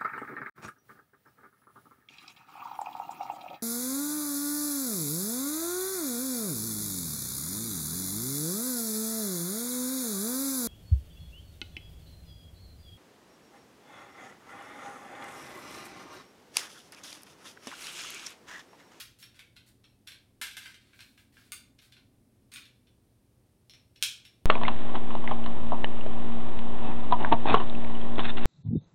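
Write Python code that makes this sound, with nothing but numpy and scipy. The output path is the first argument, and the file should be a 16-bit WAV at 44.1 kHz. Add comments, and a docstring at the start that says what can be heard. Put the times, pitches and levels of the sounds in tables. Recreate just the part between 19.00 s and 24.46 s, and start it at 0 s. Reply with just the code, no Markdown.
"""A polymer pistol is handled with gloves at a table in a small living room.
The magazine knocks at the grip, is pushed home, released by its catch and slid in again;
the trigger ticks and the striker snaps. Each impact gives a broadband crack and excites
the part's damped modes, while gloves and magazine rub by stick-slip friction.
Every click sets the room ringing over a low hum."""
import sys
import numpy as np
from scipy import signal
from scipy.fft import rfft, irfft, next_fast_len
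from scipy.io import wavfile
from scipy.ndimage import uniform_filter1d

SR = 44100
rng = np.random.default_rng(int(sys.argv[2]) if len(sys.argv) > 2 else 0)


def digitize_waveform(pressure):
    """Quantize a signal to 16-bit integers and store it at the path in sys.argv[1].

    Rows of a 2-D input are taken as channels; values are limited to [-1, 1].
    """
    field = np.atleast_2d(pressure).T
    bounded = np.clip(field, -1, 1)
    quanta = np.round(bounded * 32767).astype(np.int16)
    wavfile.write(sys.argv[1], SR, quanta)


N = 240653
RING_TIME = np.arange(SR // 2) / SR  # time axis of one event [s]

# Spectra of room noise, hiss and friction: (frequency [Hz], relative level [dB])
AIR_SPECTRUM = [(15, -42.5), (25, -13), (49, -9), (107, -3), (146, -10.5), (226, -10.5), (266, -11.5),
                (362, -15), (386, -15.5), (419, -18.5), (618, -22.5), (1200, -34.5), (1560, -77),
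                (2640, -120)]
HISS_SPECTRUM = [(200, -10), (1200, 1.5), (2500, -0.5), (5000, -2), (7300, -5), (9000, 0.5), (12000, -3),
                 (15800, -7)]
SLIP_SPECTRUM = [(300, -38), (900, -15.5), (1500, 0), (2500, -1.5), (4000, 0.5), (6500, -8), (9000, -5.5),
                 (15500, -12)]
# Reflections from the table and near walls: (delay [ms], gain [dB])
REFLECTIONS = [(3.9, -9.5), (8.2, -14), (10.0, -19.5), (11.8, -11.5)]
# Reverberation by band: (upper edge [Hz], T60 [s])
REVERB_BANDS = [(1800, 0.36), (4500, 0.37), (8000, 0.34), (12000, 0.26), (18000, 0.27)]
# Glove and magazine rub the grip: (start [s], length [s], level [dB], shelf above 6 kHz [dB])
GRIP_RUBS = [(0.0, 0.014, -46, 5.5), (0.185, 0.054, -62, 15), (0.344, 0.036, -66, -12.5),
             (0.662, 0.034, -68, 7), (1.07, 0.026, -57, -12), (1.591, 0.12, -59.5, -9),
             (1.8, 0.19, -76, -19), (1.934, 0.2, -74, 26), (2.174, 0.049, -71.5, 7),
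             (2.324, 0.16, -71, 0.5), (2.815, 0.053, -67.5, 1), (3.517, 0.082, -57.5, -5),
             (5.01, 0.01, -65, -2.5)]

# A blow's level is that of its 2-6 kHz band, before the part's gain;
# body (below 2 kHz) and edge (above 6 kHz) are relative to that band.
# Blows: (time [s], level [dB], body [dB])
LOOSE_BLOWS = [(0.2275, -41.5, -9.5), (0.393, -42.5, -6.5), (0.5649, -45.5, -8.5), (0.8415, -51.5, -10),
               (1.074, -38, -20), (1.1194, -43, -10), (1.933, -55.5, 3), (1.9917, -47, -2.5),
               (2.006, -41.5, -8.5), (2.1776, -51.5, -3.5), (2.369, -58, 9.5), (2.7891, -48.5, -19),
               (2.9233, -46.5, -18), (2.9676, -52.5, -3.5), (3.6545, -47, -38), (3.8712, -59, -14),
               (4.9603, -49, -27), (5.252, -43.5, -22)]
MAGAZINE_BLOWS = [(0.0024, -38, -21), (1.5685, -34, -4), (1.6576, -40.5, 1.5), (1.7434, -44.5, -11)]
# Contacts of sprung parts: (time [s], level [dB], body [dB], edge [dB], chatter decay [ms])
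CATCH_CONTACTS = [(2.52, -34.5, -8.5, 4, 2.5), (3.52, -48, -10, -2, 3.7), (3.538, -44.5, -33, 5.5, 1.3),
                  (3.5595, -35, -16, -16, 2)]
TRIGGER_CONTACTS = [(4.6967, -47, -18.5, -9, 1.0), (4.7369, -49, -12, -11, 0.7)]
STRIKER_CONTACTS = [(5.0256, -18, -19, -6.5, 1.43)]
# Normal modes of each part: (frequency [Hz], relative level [dB], T60 [s])
LOOSE_RING = [(1253, -20.5, 0.036), (1638, -3.5, 0.018), (2340, -4, 0.0091), (2695, -10.5, 0.027),
              (3515, 0, 0.023), (4120, -1.5, 0.022), (5470, -2, 0.029), (10900, 1, 0.0091)]
FRAME_RING = [(1003, -15.5, 0.077), (1584, -1, 0.031), (1710, -11, 0.056), (2090, -0.5, 0.057),
              (2420, -16, 0.024), (3060, -10, .04), (3500, 0.5, 0.023), (4520, -12, .03),
              (5580, -14.5, 0.044), (8480, -11, 0.033), (10550, -23, 0.055), (11810, -29, 0.35)]
CATCH_RING = [(1136, -3, 0.052), (1462, 5, 0.031), (2510, -10, 0.024), (3560, 5, 0.02), (4600, 0, 0.013),
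              (6500, -2.5, 0.024), (8800, 6, 0.0081), (11400, -15, 0.007)]
TRIGGER_RING = [(2390, -3, 0.019), (4200, -5.5, 0.046), (5440, -5.5, 0.079), (11050, -1.5, .015)]
STRIKER_RING = [(1480, -17, 0.0099), (1613, -4, 0.011), (2560, -10.5, 0.012), (3320, -12.5, 0.01),
                (3410, -4.5, 0.015), (4270, -7, 0.0087), (5360, -1.5, 0.0051), (8700, 1, 0.0036)]
# Crack spectra, the sum of countless short-lived modes: (frequency [Hz], relative level [dB])
LOOSE_SPECTRUM = [(300, -29), (850, -13.5), (1250, -8.5), (1580, 3.5), (1900, -5.5), (2400, 2), (3600, 3.5),
                  (5500, -11.5), (6500, -13), (9000, -8.5), (11500, -7), (13000, -11.5), (15500, -31.5)]
FRAME_SPECTRUM = [(200, -12), (450, -13.5), (750, -10), (1150, -7.5), (1600, 11.5), (1900, -3), (2300, 6),
                  (3400, 8), (4500, 0), (7000, -11.5), (8700, -9), (12000, -9), (15800, -35)]
CATCH_SPECTRUM = [(300, -34), (850, -22), (1150, 6), (1500, -14), (1900, -3), (2400, 7), (3000, -1.5),
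                  (4700, -3), (5800, -17), (6700, -13.5), (9000, -5), (12000, -11.5), (15500, -16)]
TRIGGER_SPECTRUM = [(500, -11), (1800, -10.5), (2300, -5), (3800, -2), (4800, -12), (5500, -3), (6600, -20),
                    (9500, -15), (11500, -20), (13000, -29), (15500, -21.5)]
STRIKER_SPECTRUM = [(200, -39), (450, -17), (800, -18.5), (1250, -13), (1580, -7.5), (1900, -10.5),
                    (2400, -0.5), (2800, -3), (3450, 4.5), (4600, -10.5), (5700, -6.5), (7000, -6.5),
                    (8700, -2.5), (12500, -6), (15800, -16.5)]


def from_db(db):
    """Amplitude grows tenfold per 20 dB."""
    return 10 ** (np.asarray(db) / 20)


def unit_energy(x):
    """Energy normalisation: the squares sum to one."""
    return x / np.sqrt(np.sum(x ** 2) + 1e-20)


def band(x, edges_hz, kind, order=2):
    """Causal Butterworth filtering."""
    return signal.sosfilt(signal.butter(order, edges_hz, kind, fs=SR, output="sos"), x + 1e-18)


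def colour(x, spectrum):
    """Minimum-phase filtering imposes a spectrum causally: nothing sounds early."""
    size = 2 * next_fast_len(len(x))
    hz = np.fft.rfftfreq(size, 1 / SR)
    knots_hz, knots_db = np.transpose(spectrum)
    gain_db = np.interp(np.log(np.maximum(hz, 1)), np.log(knots_hz), knots_db)
    cepstrum = irfft(np.log(from_db(gain_db)))
    cepstrum[1:size // 2] *= 2
    cepstrum[size // 2 + 1:] = 0
    return irfft(rfft(x, size) * np.exp(rfft(cepstrum)))[:len(x)]


def add(track, s, sound):
    """Superposition: a sound joins the track at time s."""
    start = max(round(s * SR), 0)
    track[start:start + len(sound)] += sound[:N - start]


def background(rumble_peak_s=3.55, rise_db_per_s=3.5, fall_db_per_s=22, hum_hz=120):
    """Incoherent sources add in power: room noise, hiss, a swelling rumble and mains hum."""
    t = np.arange(N) / SR
    white = rng.standard_normal((3, N))
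    air = from_db(-66.5) * unit_energy(colour(white[0], AIR_SPECTRUM))
    hiss = from_db(-77.5) * unit_energy(colour(white[1], HISS_SPECTRUM))
    below_peak_db = np.maximum(rise_db_per_s * (rumble_peak_s - t), fall_db_per_s * (t - rumble_peak_s))
    rumble = from_db(-69 - below_peak_db) * unit_energy(band(white[2], [210, 285], "band"))
    hum = from_db(-73) * np.sqrt(2) * np.sin(2 * np.pi * hum_hz * t)
    return np.sqrt(N) * (air + hiss + rumble) + hum


def living_room(x, scatter_db=-3.5, scatter_s=0.014, onset_s=0.0056):
    """Reflection, scattering off furniture and reverberation; the paths vary as the pistol moves."""
    t = RING_TIME
    white = rng.standard_normal((3, len(t)))
    build_up = 1 - np.exp(-(t / onset_s) ** 2)
    tail, low_hz = 0, 100
    for k, (high_hz, t60) in enumerate(REVERB_BANDS):
        tail += band(white[k % 2], [low_hz, high_hz], "band", order=3) * from_db(-60 * t / t60)
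        low_hz = high_hz
    response = unit_energy(tail * build_up)
    response += from_db(scatter_db) * unit_energy(white[2] * build_up * np.exp(-t / scatter_s))
    response[0] += 1  # direct sound
    for delay_ms, db in REFLECTIONS:
        response[round((delay_ms + rng.uniform(-.3, .3)) * SR / 1000)] += from_db(db)
    return signal.fftconvolve(x, response)[:len(t)]


def rubbing(slips_per_s=2000, spread_db=3.0, slide_s=0.0048):
    """Stick-slip friction: sliding surfaces catch and release in a dense run of tiny clicks."""
    # a loose part slides for a moment before it knocks
    slides = [(s - slide_s, slide_s, level_db - 20.5, -12.5) for s, level_db, _ in LOOSE_BLOWS]
    out = np.zeros(N)
    for s, length_s, level_db, shelf_db in GRIP_RUBS + slides:
        slipping = rng.random(len(RING_TIME)) < slips_per_s / SR
        size, sign = rng.standard_normal((2, len(RING_TIME)))
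        stroke = 1 / (1 + (RING_TIME / max(length_s, .005)) ** 10)
        slips = colour(slipping * from_db(spread_db * size) * np.sign(sign) * stroke, SLIP_SPECTRUM)
        treble = slips - band(slips, 6000, "low", order=1)
        slips += (from_db(shelf_db) - 1) * treble
        add(out, s, living_room(from_db(level_db) * np.sqrt(length_s * SR) * unit_energy(slips)))
    return out


def chatter(decay_ms, rebounds_db, smoothing_hz=500):
    """Contact force: an impulse and a dying run of rebounds, whitened to spread its energy evenly."""
    fade = np.exp(-1000 * RING_TIME / decay_ms)
    force = from_db(rebounds_db) * unit_energy(rng.standard_normal(len(fade)) * fade)
    force[0] += 1
    hz = np.fft.rfftfreq(len(force), 1 / SR)
    power = uniform_filter1d(np.abs(rfft(force)) ** 2, int(smoothing_hz / hz[1]))
    whitening = np.column_stack([hz, -10 * np.log10(power + 1e-12)])
    return colour(force, whitening[1:])


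def voiced(blow, body_db, edge_db):
    """The contact point decides how a blow's energy divides among body, middle and edge."""
    body = unit_energy(band(blow, 2000, "low", order=4))
    middle = unit_energy(band(blow, [2000, 6000], "band", order=3))
    edge = unit_energy(band(blow, 6000, "high", order=4))
    return from_db(body_db) * body + middle + from_db(edge_db) * edge


def impacts(contacts, modes, crack_spectrum, ring_db, rebounds_db, gain_db, vary_db=1):
    """Modal superposition: each contact cracks and rings the damped modes with strengths of its own."""
    t, out = RING_TIME, np.zeros(N)
    rings = np.array([from_db(db - 60 * t / t60) * np.cos(2 * np.pi * hz * t) for hz, db, t60 in modes])
    for s, level_db, body_db, edge_db, chatter_ms in contacts:
        ring = from_db(vary_db * rng.standard_normal(len(modes))) @ rings
        crack = colour(chatter(chatter_ms, rebounds_db), crack_spectrum)
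        blow = unit_energy(crack) + from_db(ring_db) * unit_energy(ring)
        add(out, s, living_room(from_db(level_db + gain_db) * voiced(blow, body_db, edge_db)))
    return out


def struck(blows, hardest_edge_db, chatter_ms, edge_db_per_db=0.67):
    """Brightness grows with impact force: harder blows become contacts with more edge."""
    hardest_db = max(level_db for _, level_db, _ in blows)
    return [(s, level_db, body_db, hardest_edge_db + edge_db_per_db * (level_db - hardest_db), chatter_ms)
            for s, level_db, body_db in blows]


def loose_knocks():
    """Free vibration of loose parts, knocked lightly as the pistol is turned."""
    contacts = struck(LOOSE_BLOWS, hardest_edge_db=-6.5, chatter_ms=3.8)
    return impacts(contacts, LOOSE_RING, LOOSE_SPECTRUM,
                   ring_db=-3.5, rebounds_db=11, gain_db=15, vary_db=6)


def trigger_ticks():
    """Light impacts excite the trigger linkage as it takes up its slack."""
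    return impacts(TRIGGER_CONTACTS, TRIGGER_RING, TRIGGER_SPECTRUM,
                   ring_db=-3.5, rebounds_db=2.5, gain_db=17)


def catch_clicks():
    """Elastic release: the catch springs off the magazine or rides over it."""
    return impacts(CATCH_CONTACTS, CATCH_RING, CATCH_SPECTRUM, ring_db=-2, rebounds_db=12, gain_db=14.5)


def magazine_clacks(seat_s=1.4143, first_gap_s=0.0061, loss_db=2.5, thinning_db=5):
    """Inelastic collisions with the frame: once home, the magazine rattles slower, weaker and thinner."""
    rattle = [(seat_s + first_gap_s * k ** 2, -30 - loss_db * k, 0.5 - thinning_db * k) for k in range(5)]
    contacts = struck(MAGAZINE_BLOWS + rattle, hardest_edge_db=-0.5, chatter_ms=4.3)
    return impacts(contacts, FRAME_RING, FRAME_SPECTRUM, ring_db=-7, rebounds_db=20, gain_db=14.5)


def striker_snap():
    """Impulsive excitation: the sprung striker falls, and its heavily damped modes die at once."""
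    return impacts(STRIKER_CONTACTS, STRIKER_RING, STRIKER_SPECTRUM,
                   ring_db=-9, rebounds_db=9, gain_db=17)


def scene():
    """Sound pressures add: the pistol's parts, the gloves and the quiet room."""
    pistol = loose_knocks() + magazine_clacks() + catch_clicks() + trigger_ticks() + striker_snap()
    return (pistol + rubbing() + background())[None]


def record(dry, cutoff_hz=16200):
    """Band limiting: an elliptic low-pass cuts the top steeply."""
    return signal.sosfilt(signal.ellip(10, .1, 70, cutoff_hz, fs=SR, output="sos"), dry)


dry = scene()
out = record(dry)
digitize_waveform(out)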